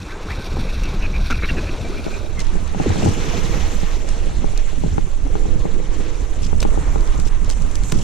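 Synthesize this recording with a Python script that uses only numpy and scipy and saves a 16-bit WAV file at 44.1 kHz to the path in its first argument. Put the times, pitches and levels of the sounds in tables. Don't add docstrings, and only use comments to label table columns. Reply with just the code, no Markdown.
import sys
import numpy as np
from scipy import signal
from scipy.io import wavfile
from scipy.ndimage import uniform_filter1d

SR = 44100
rng = np.random.default_rng(int(sys.argv[2]) if len(sys.argv) > 2 else 0)


def store_wav(level_fs):
    pcm = np.round(np.clip(np.atleast_2d(level_fs), -1, 1) * 32767)
    wavfile.write(sys.argv[1], SR, pcm.T.astype(np.int16))


N = 354123
TIME = np.arange(N) / SR

# (time [s], level [dB])
CRANKING = [(0, -39), (.2, -46), (.35, -38), (.8, -35.5), (1.1, -41), (1.3, -34.5), (1.7, -38.5),
            (2.1, -37.5), (2.301, -45), (2.6, -48), (3, -100)]
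# (start [s], length [s], level [dB])
SLEEVE_DRAGS = [(2.52, 0.063, -30), (2.798, 0.028, -20), (2.86, .075, -20), (2.95, 0.19, -22),
                (3.03, 0.08, -22.5), (7.92, .1, -23)]


def reel():
    # (pitch [Hz], width [Hz], level [dB])
    body_notes = [(1060, 100, -21), (1517, 150, 6), (2320, 120, -6), (2626, 160, 2.5), (3840, 990, 3),
                  (4700, 530, -10), (5520, 320, -0.5), (9350, 2200, -6), (12900, 3100, -1.5)]
    rubbing = rng.standard_normal(N) * from_db(2.2 * drift(190) + 2.2 * drift(23))
    teeth = chatter(per_s=95, unevenness=0.46) + 0.037 * rubbing
    gear_note = [(2410, 470, 0)]
    gears = rms_one(resonate(resonate(teeth, gear_note), gear_note))
    body = rms_one(resonate(rubbing, body_notes))
    whirr = from_db(in_time(CRANKING)) * (body + from_db(-11.5) * gears)
    return filtered(whirr + squeaks(), 5100, "low")


def squeaks():
    # (start [s], length [s], level [dB], first pitch [Hz], last pitch [Hz], pitch shake [Hz], rasp [dB])
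    squeals = [(.078, .05, -42, 1200, 2600, 220, -3), (.1, .055, -39, 1500, 1600, 240, -12),
               (.278, .07, -35.5, 1200, 2750, 130, -12), (.294, .036, -40, 2050, 2800, 120, 2),
               (.372, .024, -44, 3600, 4050, 60, -25), (.67, .047, -39, 2500, 2600, 190, -14),
               (.825, .053, -37.5, 2700, 2600, 190, -18), (1.02, .05, -31, 2640, 2400, 200, -11),
               (1.13, .05, -33, 2300, 2480, 190, -11), (1.299, .022, -34, 5700, 5600, 600, 0),
               (1.311, .022, -26.5, 1620, 1270, 90, -16), (1.304, .03, -31.5, 1900, 2750, 240, -10),
               (1.33, .034, -34, 2620, 2330, 200, -12), (1.382, .028, -38, 2400, 2300, 260, -1),
               (1.42, .04, -28, 2200, 2330, 320, -2), (1.425, .035, -38.5, 3900, 4000, 240, 0),
               (1.486, .023, -24.5, 2790, 2700, 80, -3), (1.567, .032, -32, 2640, 2460, 130, -2),
               (1.667, .038, -35.5, 2480, 2560, 190, -6), (1.835, .05, -39, 2300, 2357, 170, -11),
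               (1.96, .053, -40, 2330, 2450, 200, -8), (2.118, .05, -36.5, 2400, 2470, 140, -11),
               (2.37, .05, -37, 2120, 2020, 130, -14), (2.392, .026, -37, 4200, 4150, 180, -16)]
    rasp_ratio = 0.66
    shake = filtered(drift(500), 100, "high")
    flutter = evened(from_db(3 * drift(190)), window_s=.03)
    slips = chatter(per_s=173.3, unevenness=.35)
    grabs = signal.lfilter([1], [1, -np.exp(-1 / (.002 * SR))], slips)
    rasp = evened(filtered(rng.standard_normal((2, N)) * (grabs + 0.28), 255, "low"), window_s=0.022)
    out = np.zeros(N)
    for start, length, db, from_hz, to_hz, shake_hz, rasp_db in squeals:
        now = (TIME >= start) & (TIME < start + length)
        hz = np.linspace(from_hz, to_hz, now.sum()) + shake_hz * shake[now]
        angle = 2 * np.pi * np.cumsum(hz) / SR
        tone = np.sqrt(2) * np.sin(angle) * flutter[now]
        scrape = rasp[0, now] * np.cos(rasp_ratio * angle) + rasp[1, now] * np.sin(rasp_ratio * angle)
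        out[now] += from_db(db) * swell(start, length)[now] * (tone + from_db(rasp_db) * scrape)
    return out


def line():
    # (pitch [Hz], width [Hz], level [dB])
    tick_notes = [(5770, 170, 14), (8700, 1500, -24), (13500, 1500, -17)]
    times, db = scattered((CRANKING[0][0], CRANKING[-1][0]), per_s=12, level_db=14, spread_db=6)
    return resonate(clicks_at(times, from_db(db)) * from_db(in_time(CRANKING)), tick_notes)


def rod():
    # (time [s], seat [dB], rod [dB], frame [dB])
    clacks = [(1.3025, -27, -31, -18), (1.3078, -22, -30, -16), (1.3128, -24, -32, -23),
              (1.3272, -30, -28, -20), (6.6272, -18, -13, -32), (6.6288, -18.5, -14, -30),
              (6.634, -27, -30, -40), (7.899, -29, -36, -45), (7.9217, -16, -16, -34),
              (7.9245, -23, -23, -36)]
    # (pitch [Hz], level [dB], ring time [s])
    seat_notes = [(2540, -1, 0.0057), (3800, -4.5, 0.008), (6140, -11, 0.018), (6850, -23, 0.012),
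                  (12200, -26, 0.0056)]
    rod_notes = [(507, -6.5, 0.013), (1000, -7, 0.014)]
    frame_notes = [(1415, 2.5, 0.017), (2150, -9, 0.018)]
    times, seat_db, rod_db, frame_db = np.transpose(clacks)
    grit = evened(filtered(rng.standard_normal(N), [700, 6000], "band"), window_s=.003)
    out = dying(times, seat_db - 6, ring_s=.016) * grit
    for notes, hit_db in ((seat_notes, seat_db), (rod_notes, rod_db), (frame_notes, frame_db)):
        out += ring_notes(clicks_at(times, from_db(hit_db)), notes)
    return out


def tackle():
    # (time [s], level [dB], body compared with that level [dB])
    ticks = [(.836, -31, -12), (2.3934, -24, -6), (2.403, -22.5, -10), (2.4685, -31, 0), (2.677, -32, -3),
             (2.833, -33, 0), (2.8918, -27, -12), (3.052, -25, 2), (4.089, -25, -15), (4.5763, -21.5, -20),
             (6.6041, -18, -14), (7.199, -23, -10), (7.5004, -19.5, -8), (7.511, -23, -18),
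             (7.755, -20, -12), (7.9217, -19, -14)]
    # (pitch [Hz], level [dB])
    crack_colour = [(2000, -12), (3800, 1), (6000, 6.5), (8500, 5), (11000, -25), (13000, -21),
                    (14800, -14)]
    light_s, light_db = scattered((6.9, 8), per_s=9, level_db=-30, spread_db=2.5)
    light_ticks = [(s, db, -9) for s, db in zip(light_s, light_db)]
    times, db, body_db = np.transpose(list(ticks) + light_ticks)
    snap = dying(times, db - 4, ring_s=.006) + dying(times, db - 9, ring_s=.024)
    crack = evened(turbulence(crack_colour, patchy_db=1.5, flicker_hz=150, bands=7), window_s=.004)
    body = rms_one(filtered(rng.standard_normal(N), [900, 3200], "band"))
    return snap * crack + dying(times, db + body_db - 6, ring_s=.03) * body


def housing():
    # (time [s], low notes [dB], high notes [dB], thud [dB], treble limit [Hz])
    knocks = [(.569, -24, -20, -30, 1000), (1.435, -25, -36, -14, 600), (2.065, -14, -19, -30, 900),
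              (2.555, -20, -18, -11, 950), (2.747, -35, -8.5, -37, 900), (2.7995, -13, -5.5, -7.5, 1050),
              (2.904, -17, -12, -11, 1100), (2.958, -18, -15, -8, 900), (3.036, -9, -20, -10, 700),
              (3.06, -17, -7, -11, 950), (3.072, -17, -7, -12, 1000), (3.495, -24, -30, -10, 800),
              (3.832, -18.5, -19, -8.5, 900), (4.269, -18, -36, -17, 800), (4.443, -12, -12, -12, 1100),
              (4.837, -13, -13, -9, 950), (4.862, -18, -28, -10, 600), (4.981, -10, -6.5, -9, 1700),
              (5.266, -22, -16, -25, 950), (5.354, -12.5, -10, -13, 1550), (5.455, -21, -14.5, -18, 950),
              (5.654, -12.5, -14.5, -8.5, 1000), (5.801, -19, -32, -12.5, 800),
              (6.53, -16, -14.5, -10, 1500), (6.651, -9, -5.5, -25, 1200), (6.775, -12, -10, -12, 1100),
              (6.958, -13, -9, -14.5, 1200), (7.19, -20, -24, -12, 800), (7.926, -15, -22, -5.5, 1000)]
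    # (start [s], length [s], pitch [Hz], level [dB])
    wobbles = [(2.883, 0.054, 85.6, -12.5), (3.041, .085, 91.7, -16), (4.896, 0.066, 81, -17),
               (5.247, 0.029, 288, -23)]
    light_s, light_db = scattered((3.2, 8), per_s=3.5, level_db=-23.5, spread_db=2.5)
    light_knocks = [(s, db, db, db, 800) for s, db in zip(light_s, light_db)]
    detunes = 1 + 0.022 * rng.uniform(-1, 1, size=256)
    blow = signal.unit_impulse(SR // 5)
    out = np.zeros((2, N + SR))
    for (start, low_db, high_db, thud_db, top_hz), detune in zip(list(knocks) + light_knocks, detunes):
        thud = filtered(ring(blow * from_db(thud_db - 5), hz=170 * detune, ring_s=.055), top_hz, "low")
        first = int(start * SR)
        out[:, first:first + len(blow)] += rocking(blow, low_db, high_db, top_hz, detune) + thud
    wobble = sum(from_db(db) * swell(start, length) ** 2 * np.sin(2 * np.pi * hz * (TIME - start))
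                 for start, length, hz, db in wobbles)
    return out[:, :N] + wobble


def rocking(blows, low_db, high_db, top_hz, detune=1.0):
    # (pitch [Hz], level [dB], ring time [s])
    low_notes = [(227, -6.5, 0.09), (340, -4, 0.054), (422, -5, 0.052), (563, -3, 0.015)]
    high_notes = [(805, -6, .024), (1020, -15, .018), (1160, -20, .018), (1320, -17, .018),
                  (1450, -17, .018)]
    low = ring_notes(blows * from_db(low_db), low_notes, detune)
    high = ring_notes(blows * from_db(high_db), high_notes, detune)
    ports = np.outer((1.6, -.75), low) + np.outer((1.6, -.5), high)
    return filtered(filtered(ports, 150, "high"), top_hz, "low", order=4)


def sleeve():
    # (time [s], first pitch [Hz], last pitch [Hz], slide time [s], level [dB], ring time [s])
    slips = [(2.799, 380, 84.5, 0.0066, -15, 0.054), (2.86, 517, 95, 0.0145, -9, 0.15),
             (3.022, 855, 300, 0.0125, -19.5, 0.081), (3.061, 470, 130, 0.0116, -11.5, .07),
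             (4.84, 254, 110, 0.013, -15, 0.12)]
    # (pitch [Hz], level [dB])
    drag_colour = [(55, 2.5), (85, 6.5), (170, 5), (260, -1), (380, -21), (600, -20), (850, -23),
                   (1400, -26)]
    rub = evened(turbulence(drag_colour, patchy_db=1.5, flicker_hz=45.4, bands=7), window_s=0.031)
    out = strokes(SLEEVE_DRAGS) * rub
    for start, from_hz, to_hz, slide_s, db, ring_s in slips:
        age = np.maximum(TIME - start, 0)
        turns = to_hz * age + (from_hz - to_hz) * slide_s * (1 - np.exp(-age / slide_s))
        loudness = (1 - np.exp(-age / .001)) * from_db(db - np.minimum(60 * age / ring_s, 200))
        out += np.sin(2 * np.pi * turns) * loudness
    return out


def judder():
    blows = strokes(SLEEVE_DRAGS) * chatter(per_s=74, unevenness=0.65)
    return rocking(blows, low_db=-5, high_db=-5, top_hz=840)


def swishes():
    # (start [s], length [s], level [dB])
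    bursts = [(2.388, 0.037, -39), (2.9, 1.25, -45.5), (2.93, 0.22, -43), (3.025, 0.08, -39),
              (4.083, 0.013, -38), (6.415, 0.065, -36), (6.599, 0.011, -30), (6.614, 0.01, -33),
              (7.248, 0.043, -35), (7.5, 0.04, -37.5), (7.914, .01, -34), (7.935, 0.14, -38)]
    # (pitch [Hz], level [dB])
    swish_colour = [(1500, -8), (3000, 9), (4000, 0.5), (5000, 8.5), (6200, 11), (8500, 0.5), (10500, -18),
                    (12800, -15), (14800, -32)]
    return strokes(bursts) * turbulence(swish_colour, patchy_db=3.5, flicker_hz=110, bands=8)


def sea():
    # (pitch [Hz], level [dB])
    gurgle_colour = [(150, -22), (240, -5.5), (340, 5.5), (460, -5), (580, 3), (820, -9), (1300, -11.5)]
    splash_colour = [(600, 1), (1080, 2), (1400, -2), (1900, -2), (2500, -2.5), (3200, -6), (3950, -6),
                     (4700, -12.5), (6500, -4.5)]
    foam_colour = [(4000, -18), (5200, -28), (6200, 12.5), (7600, 7), (8800, 0), (11000, -6.5),
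                   (13000, -18), (14800, -46)]
    # (time [s], level [dB])
    facing = [(0, 2.5), (1.7, 0), (2.6, -4.5), (8, 7.5)]
    gurgle_gain, hollow_gain, splash_gain, heavy_gain, foam_gain = wave_gains()
    gurgle = turbulence(gurgle_colour, patchy_db=4.5, flicker_hz=18.8, bands=6)
    gurgle += 0.58 * bubbles(gurgle_colour, per_s=220, cycles=14, spread_db=4.0, pitches=12)
    splash = turbulence(splash_colour, patchy_db=2.0, flicker_hz=26.3, bands=12)
    splash += 0.27 * bubbles(splash_colour, per_s=900, cycles=21, spread_db=3.0, pitches=20)
    splash = splash_gain * splash + (heavy_gain - splash_gain) * resonate(splash, [(910, 1060, 0)])
    foam = turbulence(foam_colour, patchy_db=2.5, flicker_hz=23.9, bands=8)
    foam += 0.34 * bubbles(foam_colour, per_s=3000, cycles=53, spread_db=9.5, pitches=12)
    foam *= from_db([[-3.5], [2.6]])
    spray = from_db(in_time(facing)) * (splash + foam_gain * foam)
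    return gurgle_gain * evened(gurgle, window_s=0.4) + hollow_gain * hollow() + spray


def wave_gains():
    # (start [s], hold [s], gurgle [dB], splash [dB], foam [dB],
    # the hollow's share of the gurgle [0-1], extra weight of the splash [dB])
    waves = [(0.01, 0.4, -38.5, -52.5, -62, 0, 10), (0.695, 0.054, -37, -42.5, -64, 0.4, 3.5),
             (1.37, 0.56, -34, -41, -50.5, 0.07, 0), (2.252, 0.36, -59, -38.5, -45, 0.34, 4.5),
             (2.694, 0.63, -31.5, -29.5, -40, 0.87, 1), (3.92, 0.051, -36, -38.5, -47, 0.15, -4),
             (4.352, 0.36, -66, -43.5, -48, 0.62, -5), (5.192, 0.34, -34, -48, -55.5, 1, 3),
             (5.81, 0.067, -35.5, -44, -53.5, 1, 0.5), (6.528, 0.16, -36, -52.5, -52.5, 0.3, 12),
             (7.595, 0.35, -60, -64, -54.5, 0.2, -15)]
    calm_water, splash, heavy, foam = from_db([-42, -51, -46, -54.5]) ** 2
    calm_share = 0.22
    gurgle, murmur = calm_water * (1 - calm_share), calm_water * calm_share
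    for start, hold, gurgle_db, splash_db, foam_db, share, weight_db in waves:
        water = surge(start, hold, gurgle_db, fall_db_per_s=23.5) ** 2
        spray = surge(start, hold, splash_db, fall_db_per_s=17.5) ** 2
        gurgle += (1 - share) * water
        murmur += share * water
        splash += spray
        heavy += spray * from_db(weight_db) ** 2
        foam += surge(start, hold, foam_db, fall_db_per_s=18.5) ** 2
    return np.sqrt([gurgle, murmur, splash, heavy, foam])


def surge(start, hold, db, fall_db_per_s, rise_s=0.18):
    age = TIME - start
    return np.clip(age / rise_s, 0, 1) * from_db(db - fall_db_per_s * np.maximum(age - rise_s - hold, 0))


def bubbles(colour, per_s, cycles, spread_db, pitches):
    draws = rng.random((6, 40000))
    happens = draws[1] < per_s * N / SR / draws.shape[1]
    when, _, size, pitch, place, sign = draws[:, happens]
    sizes = from_db(spread_db * np.minimum(-np.log(size), 4)) * np.sign(sign - .5)
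    out = np.zeros((2, N))
    for k, hz in enumerate(np.geomspace(colour[1][0], colour[-2][0], pitches)):
        chosen = (pitch * pitches).astype(int) == k
        pops = np.array([clicks_at(when[chosen] * N / SR, (sizes * np.sqrt(share))[chosen])
                         for share in (place, 1 - place)])
        out += ring(pops, hz, cycles / hz) * hz * from_db(at_hz(colour, hz))
    return rms_one(out)


def hollow():
    # (pitch [Hz], width [Hz], level [dB])
    hollow_notes = [(311, 29.4, 8.5), (467.4, 70, 1.5)]
    centre, side = resonate(resonate(rng.standard_normal((2, N)), hollow_notes), [(399, 54, 0)])
    return evened(centre + 0.61 * side * np.array([[1], [-1]]), window_s=0.18)


def shower():
    # (pitch [Hz], width [Hz], level [dB])
    hiss_peaks = [(6130, 390, -3), (7100, 450, -4), (12400, 1900, -18)]
    drops = rng.standard_normal((2, N)) * from_db(2.5 * drift(120))
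    centre, side = sum(resonate(resonate(drops, [(hz, width, db)]), [(hz, width, 0)])
                       for hz, width, db in hiss_peaks)
    hiss = rms_one(centre + .5 * side * np.array([[1], [-1]]))
    return from_db(-47.5) * swell(start=3.05, length=0.99) * hiss


def wind():
    # (time [s], level [dB])
    rumble_levels = [(0, -30.5), (.48, -27.5), (.56, -20.5), (1.2, -16.5), (1.55, -20), (2.1, -27.5),
                     (2.36, -22.5), (2.5, -15.5), (2.8, -24), (3.35, -21.5), (3.6, -17), (4.4, -18),
                     (4.64, -14.5), (4.8, -20), (5.6, -15), (6.27, -20.5), (6.55, -15), (7.45, -15),
                     (7.75, -17.5), (8.03, -16)]
    buffet_levels = [(0, -38), (.22, -40), (.3, -29.5), (.47, -33.5), (.57, -25.5), (.9, -32), (1.5, -30),
                     (2.1, -31), (2.55, -31), (3.45, -24), (3.65, -30.5), (4.0, -37), (4.4, -29),
                     (4.68, -39), (4.95, -20), (5.14, -39.5), (5.5, -27.5), (6.25, -36), (6.65, -27.5),
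                     (7.25, -32.5), (7.55, -29), (8.03, -29.5)]
    # (pitch [Hz], level [dB])
    rumble_colour = [(9, 19.5), (15, -8.5), (22, 8), (32, -5.5), (48, -11), (70, -26)]
    buffet_colour = [(45, -23), (70, 2), (100, -5), (130, -13.5), (175, -1.5), (230, -10), (400, -21.5)]
    puffs = from_db(0.5 * np.tanh(drift(2.6)))
    drop_db = np.interp(TIME, (1.95, 2.3), [0, -6.5])
    own, shared = turbulence(rumble_colour, patchy_db=-4.0, flicker_hz=4.9, bands=4)
    left = filtered(shared + 0.5 * own, 38.0, "high", order=1)
    rumble = np.array([left * from_db(drop_db), shared])
    rumble /= np.sqrt(uniform_filter1d(widen(rumble).mean(axis=0) ** 2, SR // 8) + 1e-6)
    buffet = evened(turbulence(buffet_colour, patchy_db=5.0, flicker_hz=24.3, bands=6), window_s=0.29)
    between = rms_one(filtered(rng.standard_normal(N), [40, 90], "band")) * np.array([[-.6], [1]])
    buffet = (buffet + 1.34 * between) * from_db(np.outer([.7, .08], drop_db))
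    rumble += 0.064 * between
    return from_db(in_time(rumble_levels)) * rumble + from_db(in_time(buffet_levels)) * puffs * buffet


def turbulence(colour, patchy_db, flicker_hz, bands):
    # (pitch [Hz], likeness [0-1])
    likeness = [(100, 0.71), (200, 1), (300, 1), (500, 0.75), (900, 0.037), (1600, 0.14), (2500, 0.53),
                (3800, 1), (5500, 0.14), (8000, 0.021), (13000, 0.1)]
    edges = np.geomspace(colour[0][0], colour[-1][0], bands + 1)
    together = drift(flicker_hz / 2)
    white = rng.standard_normal((2, 2, N))
    out = 0
    for k, (low, high) in enumerate(zip(edges, edges[1:])):
        centre, side = filtered(white[k % 2], [low, high], "band")
        hz = np.sqrt(low * high)
        alike = at_hz(likeness, hz)
        gain = from_db(at_hz(colour, hz) + patchy_db * (0.58 * together + drift(flicker_hz)))
        out += gain * (np.sqrt(1 + alike) * centre + np.sqrt(1 - alike) * side * [[1], [-1]])
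    return rms_one(out)


def chatter(per_s, unevenness):
    turns = np.floor(np.cumsum(per_s * np.exp(unevenness * drift(60))) / SR)
    return np.diff(turns, prepend=0) * from_db(2 * drift(80))


def scattered(span_s, per_s, level_db, spread_db):
    jitter, size = rng.random((200, 2)).T
    times = span_s[0] + (np.arange(len(jitter)) + jitter) / per_s
    inside = times < span_s[1]
    return times[inside], (level_db + spread_db * np.sqrt(12) * (size - .5))[inside]


def drift(hz):
    step = 40
    r = np.exp(-2 * np.pi * hz * step / SR)
    slow = signal.lfilter([1], [1, -2 * r, r * r], rng.standard_normal(N // step + 2002))[2000:]
    return np.interp(np.arange(N) / step, np.arange(len(slow)), rms_one(slow))


def ring(clicks, hz, ring_s):
    r, w = from_db(-60 / (ring_s * SR)), 2 * np.pi * hz / SR
    return signal.lfilter([0, np.sin(w)], [1, -2 * r * np.cos(w), r * r], clicks + 1e-18)


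def ring_notes(clicks, notes, detune=1.0):
    return sum(ring(clicks * from_db(db), hz * detune, ring_s) for hz, db, ring_s in notes)


def resonate(x, notes):
    out = 0
    for hz, width, db in notes:
        r = np.exp(-np.pi * width / SR)
        feedback = [1, -2 * r * np.cos(2 * np.pi * hz / SR), r * r]
        out += from_db(db) * signal.lfilter(np.array([1, 0, -1]) * (1 - r * r) / 2, feedback, x + 1e-18)
    return out


def clicks_at(times, sizes):
    out = np.zeros(N)
    out[np.clip(np.round(np.asarray(times) * SR).astype(int), 0, N - 1)] = sizes
    return out


def dying(times, level_db, ring_s):
    fade = from_db(-60 / (ring_s * SR))
    return signal.lfilter([1], [1, -fade], clicks_at(times, from_db(level_db)) + 1e-18)


def swell(start, length):
    return np.sqrt(np.abs(np.sin(np.pi * np.clip((TIME - start) / length, 0, 1))))


def strokes(rows):
    return sum(from_db(db) * swell(start, length) for start, length, db in rows)


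def evened(x, window_s):
    power = np.mean(np.atleast_2d(x) ** 2, axis=0)
    return x / np.sqrt(uniform_filter1d(power, int(window_s * SR)) + 1e-9)


def filtered(x, hz, kind, order=2):
    return signal.sosfilt(signal.butter(order, hz, kind, fs=SR, output="sos"), x + 1e-18)


def from_db(db):
    return 10 ** (np.asarray(db) / 20)


def rms_one(x):
    return x / np.sqrt(np.mean(x ** 2) + 1e-20)


def in_time(points):
    return np.interp(TIME, *np.transpose(points))


def at_hz(points, hz):
    pitches, values = np.transpose(points)
    return np.interp(np.log(hz), np.log(pitches), values)


def widen(x):
    share = np.interp(TIME, (1.643, 2.12), [0, 1])
    return np.array([x[0], (1 - share) * x[0] + share * x[1]])


def scene():
    return (wind() + sea() + reel() + line() + housing() + sleeve() + swishes() + judder()
            + tackle() + rod() + shower())


def record(dry):
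    ceiling, cutoff_hz = 0.8, 14900
    rounded = dry / (1 + (dry / ceiling) ** 4) ** (1 / 4)
    return signal.sosfilt(signal.ellip(10, .1, 90, cutoff_hz, fs=SR, output="sos"), widen(rounded))


dry = scene()
out = record(dry)
store_wav(out)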